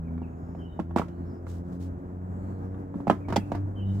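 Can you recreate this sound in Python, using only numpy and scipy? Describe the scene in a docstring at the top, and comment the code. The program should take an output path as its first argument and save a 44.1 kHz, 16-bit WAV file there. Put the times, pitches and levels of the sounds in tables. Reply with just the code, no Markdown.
"""Child seat in a parked car

A plastic child seat is shoved about on its base, the car door open. Its hollow shell knocks,
scrapes and drops into place, a sprung latch snaps shut and fabric rustles; the cabin reflects it all.
Outside, over a low rumble, a distant engine drones, slowly rising in pitch.
A bird repeats a short song; farther birds whistle thinly."""
import sys
import numpy as np
from scipy import signal
from scipy.fft import rfft, irfft
from scipy.io import wavfile
from scipy.ndimage import uniform_filter1d

SR = 44100
rng = np.random.default_rng(int(sys.argv[2]) if len(sys.argv) > 2 else 0)


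def to_wav(s):
    """Save 16-bit WAV."""
    ch = np.atleast_2d(s).T  # columns
    pcm = np.round(np.clip(ch, -1, 1) * 32767)  # PCM
    wavfile.write(sys.argv[1], SR, pcm.astype(np.int16))


N = 176400
T = np.arange(N) / SR

# Impact noise of shell and latch: f/Hz, relative density/dB
CRACK_SPECTRUM = [(300, -7), (900, 9.5), (2000, 14), (3300, 6.5), (5000, 3), (7500, 0), (9500, -7),
                  (15500, -12)]


def amp(db):
    """dB to gain."""
    return 10 ** (np.asarray(db) / 20)


def unit(x):
    """Scale to rms 1."""
    return x / np.sqrt(np.mean(x ** 2) + 1e-20)


def at_hz(points, hz):
    """Interpolate a table over log frequency."""
    f, value = np.transpose(points)
    return np.interp(np.log(hz + 1), np.log(f + 1), value)


def curve(points):
    """Interpolate a table over the scene's time."""
    return np.interp(T, *np.transpose(points))


def add(mix, start_s, sound):
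    """Mix a sound in at start_s."""
    part = mix[:, max(round(start_s * SR), 0):][:, :sound.shape[-1]]
    part += sound[..., :part.shape[1]]


def colour(x, spectrum):
    """Shape the spectrum; rms 1."""
    size = x.shape[-1]
    gain = amp(at_hz(spectrum, np.fft.rfftfreq(size, 1 / SR)))
    return unit(irfft(rfft(x) * gain, size))


def drift(rate_hz, size):
    """Smooth random wander, rms about 1."""
    count = N if size > SR // 2 else SR // 2
    lowpass = np.exp(-(np.fft.rfftfreq(count, 1 / SR) / rate_hz) ** 2)
    return unit(irfft(rfft(rng.standard_normal(count)) * lowpass, count))[:size]


def pair(a, b, coherence, lag_s=0):
    """Two unrelated signals to stereo of given coherence; left lags."""
    hz = np.fft.rfftfreq(len(a), 1 / SR)
    same = np.clip(at_hz(coherence, hz), -1, 1)
    a, b = rfft(a), rfft(b)
    left = a * np.exp(-2j * np.pi * hz * lag_s)
    right = same * a + np.sqrt(1 - same ** 2) * b
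    return irfft(np.array([left, right]))


def echoes(x, decay_times):
    """Diffuse reflections, separate per ear; decay_times: f/Hz, t60/s."""
    taps = rng.standard_normal((2, SR // 2)) * (T[:SR // 2] > .002)
    hz, t, bands = signal.stft(taps, SR, nperseg=128)
    fade = amp(-60 * t / at_hz(decay_times, hz)[:, None])
    tail = signal.istft(bands * fade, SR, nperseg=128)[1]
    return signal.fftconvolve(x, tail / np.linalg.norm(tail[0]), axes=1)[:, :N]


def decay(t, t60_s):
    """Exponential fall, 60 dB in t60_s."""
    return np.exp(-np.log(1000) * t / t60_s)


def ring(hz, t60_s, rise_s, lag_s=0):
    """One struck mode."""
    t = np.maximum(T[:SR // 4] - lag_s, 0)
    return np.sin(2 * np.pi * hz * t) * decay(t, t60_s) * (1 - np.exp(-t / rise_s))


def near_noise(spectrum, size):
    """Coloured stereo noise from the seat's position."""
    # Near field: f/Hz, left-right coherence
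    coherence = [(200, 1), (900, 0.41), (2500, 0.39), (4500, 0.007), (15000, 0.091)]
    ears = pair(*rng.standard_normal((2, SR // 2)), coherence)
    return colour(ears, spectrum)[:, :size]


def engine(lag_s):
    """Harmonics of a far engine's firing rate swell and fade; the left ear lags."""
    # Firing rate: t/s, f/Hz
    firing = [(0, 81.6), (.3, 83.6), (.7, 84.5), (1, 85.63), (1.35, 87.87), (1.6, 87.9), (2, 89.27),
              (2.5, 93.03), (3, 94.14), (3.3, 97), (3.75, 97.73), (4, 99.4)]
    # Harmonics 1-4: t/s, then level/dB of each
    low_harmonics = [(0, -38.5, -37, -50.5, -76), (.15, -34.5, -39.5, -36.5, -72.5),
                     (.3, -43.5, -50, -48.5, -57), (.6, -41, -41, -47.5, -58.5),
                     (.78, -47, -52.5, -57, -64), (.93, -34.5, -41, -46, -47),
                     (1.08, -47, -40.5, -58.5, -51.5), (1.23, -38, -45.5, -46, -48),
                     (1.38, -43.5, -65, -49.5, -47), (1.55, -34.5, -47, -50, -59.5),
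                     (1.72, -51, -38.5, -45.5, -50), (1.86, -34, -47, -42, -66),
                     (2.02, -46.5, -46, -49, -47), (2.25, -37, -42, -56, -72), (2.45, -36, -43.5, -45, -56),
                     (2.68, -36, -44.5, -51.5, -53), (3.04, -59, -48, -41.5, -64),
                     (3.36, -32, -48.5, -45.5, -54), (3.5, -45, -46, -42, -58.5),
                     (3.64, -28, -58, -40, -73), (3.75, -38, -51.5, -50.5, -60),
                     (3.9, -26.5, -32, -50, -53), (4, -29.5, -37, -44, -58)]
    # Upper harmonics: number, level/dB
    overtones = [(5, -60), (6, -67), (7, -77)]
    # Their common swell: t/s, gain/dB
    swell = [(0, -3), (1, -9), (1.8, 4.5), (2.6, 4.5), (3.3, -10.5), (4, -3)]
    hz = curve(firing) * (1 + 0.0035 * drift(9.28, N))
    cycles = np.cumsum(hz) / SR - np.array([[lag_s], [0]]) * hz
    times, *levels = np.transpose(low_harmonics)
    parts = [(k, uniform_filter1d(np.interp(T, times, amp(db)), size=1500))
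             for k, db in enumerate(levels, 1)]
    parts += [(k, amp(db + curve(swell) + 6.5 * drift(4.3, N))) for k, db in overtones]
    return np.sqrt(2) * sum(gain * np.sin(2 * np.pi * k * cycles) for k, gain in parts)


def air(lag_s):
    """Outdoor rumble from the engine's side, thinning to faint hiss."""
    # Rumble and hiss: f/Hz, relative density/dB
    spectrum = [(15, -36.5), (30, -19), (50, -1), (80, -2), (135, 0), (230, -2.5), (330, -5.5),
                (450, -12.5), (700, -14), (1060, -21.5), (1600, -27), (2100, -39.5), (2900, -50),
                (4500, -56.5), (7300, -51), (9000, -59), (15500, -56.5)]
    # Slow swell: t/s, gain/dB
    swell = [(0, -2.5), (.7, 0.5), (1.5, -2), (2.1, -1), (2.5, 1.5), (2.9, -0.5), (3.5, 1.5), (4, 0.5)]
    # Outdoor field: f/Hz, left-right coherence
    coherence = [(60, .98), (180, 1), (550, 0.5), (1650, 0.5), (4000, 0.015), (15000, 0)]
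    ears = pair(*rng.standard_normal((2, N)), coherence, lag_s)
    level_db = -41 + curve(swell) + 1.3 * drift(12, N)
    balance_db = [[.2], [-.2]]
    return colour(ears, spectrum) * amp(level_db) * amp(balance_db)


def birds():
    """Slurred song notes and thin wavering whistles, echoing outdoors."""
    # Songs: t/s, gain/dB
    songs = [(0.029, -1.6), (3.2, 3.6)]
    # Notes of a song: offset/s, length/s, start f/Hz, end f/Hz, level/dB
    notes = [(0, .05, 2500, 2410, -68.5), (0.038, 0.029, 2480, 2110, -61.5),
             (0.125, 0.099, 2100, 2450, -70), (0.191, 0.043, 2850, 2390, -59),
             (0.554, 0.058, 3127, 3078, -56.5), (.585, 0.03, 2970, 2590, -61.5),
             (0.611, 0.046, 2950, 3010, -57), (0.646, 0.1, 3800, 3660, -72),
             (0.686, 0.023, 3020, 3000, -59.5), (1.052, 0.041, 3010, 2970, -67)]
    # Farther birds: t/s, length/s, f/Hz, level/dB
    whistles = [(.24, 0.41, 6880, -80), (.37, 0.3, 5250, -80), (1.08, 0.26, 4250, -81.5),
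                (1.25, 0.14, 5223, -73), (2.24, .34, 7760, -79), (2.27, 0.3, 6970, -79.5),
                (2.37, 0.26, 4330, -81), (2.61, 0.094, 5550, -82)]
    song_waver_hz, whistle_waver_hz = 55, 245
    out = np.zeros((2, N))
    for start_s, song_db in songs:
        for offset_s, length_s, from_hz, to_hz, db in notes:
            u = np.arange(0, 1, 1 / (length_s * SR))
            hz = from_hz + (to_hz - from_hz) * u + song_waver_hz * drift(200, len(u))
            tone = np.sin(2 * np.pi * np.cumsum(hz) / SR)
            add(out, start_s + offset_s, amp(song_db + db) * np.sin(np.pi * u) * tone)
    for start_s, length_s, centre_hz, db in whistles:
        u = np.arange(0, 1, 1 / (length_s * SR))
        hz = centre_hz + whistle_waver_hz * drift(300, len(u))
        tone = np.sin(2 * np.pi * np.cumsum(hz) / SR)
        add(out, start_s, amp(db) * np.sqrt(abs(np.sin(np.pi * u))) * tone)
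    return amp(-3) * (out + echoes(out, [(2000, 0.45), (8000, 0.28)]))


def knock(thump_db, body_db, edge_db, crack_db, pitch_ratio):
    """A blow rings the shell's low modes; a noise crack stands for the dense high ones."""
    # Hollow shell modes: f/Hz, level/dB, t60/s, left minus right/dB
    modes = [(173, -10, 0.12, 8), (200, -5, 0.094, -10.5), (257.6, -11.5, 0.073, -1.5),
             (301.5, -3.5, 0.075, 5), (430, -10.5, 0.067, -14), (527.4, -9, 0.048, 4.5),
             (624, -4.5, 0.036, -3), (712, -3, 0.033, -3), (863, 0, 0.018, -11.5),
             (1018, -4.5, 0.061, -4.5), (1315, -4, 0.023, -10.5), (1520, -11.5, .03, 3.5),
             (1780, -11, 0.021, -2), (2440, -16.5, 0.027, 0), (2800, -18.5, 0.029, 2.5),
             (3206, -21.5, .04, 2)]
    contact_s, left_lag_s, crack_rise_s = 0.001, 0.000078, 0.0016
    blow = [(278, thump_db), (576, body_db), (930, body_db), (1020, edge_db)]  # f/Hz, level/dB
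    shell = 0
    for k, (hz, db, t60_s, pan_db) in enumerate(modes):
        left = amp(pan_db / 2) * ring(hz * pitch_ratio, t60_s, contact_s, left_lag_s)
        right = amp(-pan_db / 2) * ring(hz * pitch_ratio, t60_s, contact_s)
        polarity = (-1) ** (k // 2)
        shell = shell + polarity * amp(db + at_hz(blow, hz)) * np.array([left, right])
    t = T[:SR // 4]
    rise = 1 - np.exp(-t / crack_rise_s)
    fade = decay(t, t60_s=0.036) + amp(-16.5) * decay(t, t60_s=0.23)
    return shell + amp(crack_db) * rise * fade * near_noise(CRACK_SPECTRUM, len(t))


def rub(length_s, spectrum, grain_db, peak_fraction):
    """Friction: tiny slips bunch unevenly under one swelling stroke."""
    u = np.arange(0, 1, 1 / (length_s * SR))[:SR // 2]
    slips = near_noise(spectrum, len(u)) * amp(grain_db * drift(180, len(u)))
    return unit(slips) * np.interp(u, [0, peak_fraction, 1], [0, 1, 0])


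def scrape(length_s):
    """Plastic slides on plastic."""
    # Plastic friction: f/Hz, relative density/dB
    spectrum = [(200, 14), (700, 5.5), (1200, 1.5), (2000, -8), (3200, -22.5), (5000, -19.5), (8000, -41),
                (15500, -36)]
    return rub(length_s, spectrum, grain_db=-1.0, peak_fraction=.4)


def rustle(length_s):
    """Fabric rubs with a grainy hiss."""
    # Fabric friction: f/Hz, relative density/dB
    spectrum = [(500, 12), (2000, -6), (4500, -3.5), (7500, -3.5), (9500, -10), (15500, -13)]
    return rub(length_s, spectrum, grain_db=1.5, peak_fraction=0.25)


def latch_snap():
    """The sprung catch hits its stop: a bright tick and a short ring."""
    # Latch modes: f/Hz, level/dB, t60/s
    modes = [(854, 15.5, .03), (1430, -3.5, 0.026), (2050, -19, 0.022), (2722, -5, 0.022),
             (3021, -6.5, 0.027), (3480, -2.5, 0.036), (3720, -1, 0.017), (4060, -20, 0.023),
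             (4500, -2, 0.014), (4880, -13.5, 0.063), (5200, -5.5, 0.031), (6260, -7, 0.024),
             (7970, -12, 0.029)]
    # Latch balance: f/Hz, left minus right/dB
    balance = [(900, -4.5), (1500, -16.5), (2500, -3), (4500, -4), (6500, -11)]
    t, sides = T[:SR // 4], np.array([[.5], [-.5]])
    metal = 0
    for hz, db, t60_s in modes:
        gain = amp(db + sides * at_hz(balance, hz))
        metal = metal + gain * ring(hz * rng.uniform(0.93, 1.01), t60_s, rise_s=0.00015)
    tick = near_noise(CRACK_SPECTRUM, len(t)) * decay(t, t60_s=0.043)
    return amp(-7.5) * metal + amp(-6.5) * tick


def seat():
    """Direct sound of the seat shoved about on its base."""
    # Shell hits base: t/s, thump/dB, hollow body/dB, hard edge/dB, crack/dB, pitch ratio
    knocks = [(0.178, -42, -48, -49.5, -70, 1.35), (.217, -31.5, -38.5, -52, -65, 1.1),
              (.549, -33, -37, -47, -64, .9), (.791, -26.5, -23, -50, -53, 1.04),
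              (.797, -22, -36.5, -31, -48.5, 1.05), (.909, -40, -39.5, -46, -71, 1.07),
              (0.9607, -15.5, -15, -33, -35, 1.13), (0.972, -51, -32, -28, -36.5, 1.13),
              (.983, -32, -22.5, -40, -33.5, 1.58), (.9945, -22.5, -19.5, -26.5, -42, 0.97),
              (1.016, -33, -25.5, -58, -49, 1.53), (1.082, -48, -41, -68, -55, 0.73),
              (1.467, -42, -41, -51.5, -58, 1.62), (2.744, -41, -49, -48, -75, 1.12),
              (2.941, -38.5, -40, -51, -73, 1.3), (2.956, -23, -46, -68, -63, 1.027),
              (3.002, -33.5, -38, -51, -61, 1.22), (3.0697, -25, -18.5, -34, -49, 0.97),
              (3.078, -19, -37, -23, -43.5, 0.79), (3.098, -16, -8, -12.5, -32.5, 1),
              (3.109, -16.5, -52, -22.5, -44, 1.21), (3.126, -30, -53, -30, -65.5, 0.66),
              (3.284, -31.5, -31.5, -43, -47, 1.1), (3.302, -30.5, -34.5, -47, -45.5, 1.23),
              (3.324, -27.5, -26.5, -23, -38.5, 0.91), (3.3613, -24, -13, -55, -38.5, 0.95),
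              (3.377, -16.5, -35, -49, -65, 1), (3.5175, -26.5, -20.5, -28.5, -42.5, 0.91),
              (3.549, -32.5, -28.5, -37, -45.5, 1.15)]
    # Latch impacts: t/s, level/dB
    snaps = [(3.3606, -26), (3.3646, -20.5), (3.3668, -29.5)]
    # Plastic strokes: t/s, length/s, level/dB
    scrapes = [(0.967, 0.056, -34.5), (3.281, 0.05, -33.5), (3.323, 0.033, -28), (3.522, 0.076, -37)]
    # Fabric strokes: t/s, length/s, level/dB
    rustles = [(1.456, 0.17, -54), (1.622, 0.26, -68), (1.713, 0.075, -61), (1.791, 0.11, -54.5),
               (2.931, 0.17, -70), (3.402, 0.23, -66), (3.841, 0.44, -61.5)]
    out = np.zeros((2, N))
    for start_s, *blow in knocks:
        add(out, start_s, knock(*blow))
    for start_s, db in snaps:
        add(out, start_s, amp(db) * latch_snap())
    for start_s, length_s, db in scrapes:
        add(out, start_s, amp(db) * scrape(length_s))
    for start_s, length_s, db in rustles:
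        add(out, start_s, amp(db) * rustle(length_s))
    return out


def cabin(direct):
    """Direct sound plus the cabin's short reflections."""
    # Cabin decay: f/Hz, t60/s
    decay_times = [(100, .16), (500, 0.088), (1500, 0.18), (5000, 0.087), (15000, 0.23)]
    # Reflected field: f/Hz, left-right coherence
    coherence = [(150, 1), (400, 0.77), (1000, .3), (3000, 0)]
    return direct + amp(-9.5) * pair(*echoes(direct, decay_times), coherence)


def scene():
    """The seat close by, the outdoors behind it."""
    outside_lag_s = 0.0004
    return cabin(seat()) + engine(outside_lag_s) + air(outside_lag_s) + birds()


def record(dry):
    """Low-pass at 15.8 kHz."""
    lowpass = signal.firwin(511, 15800, window=("kaiser", 9), fs=SR)
    return signal.oaconvolve(dry, lowpass[None], "same")


dry = scene()
out = record(dry)
to_wav(out)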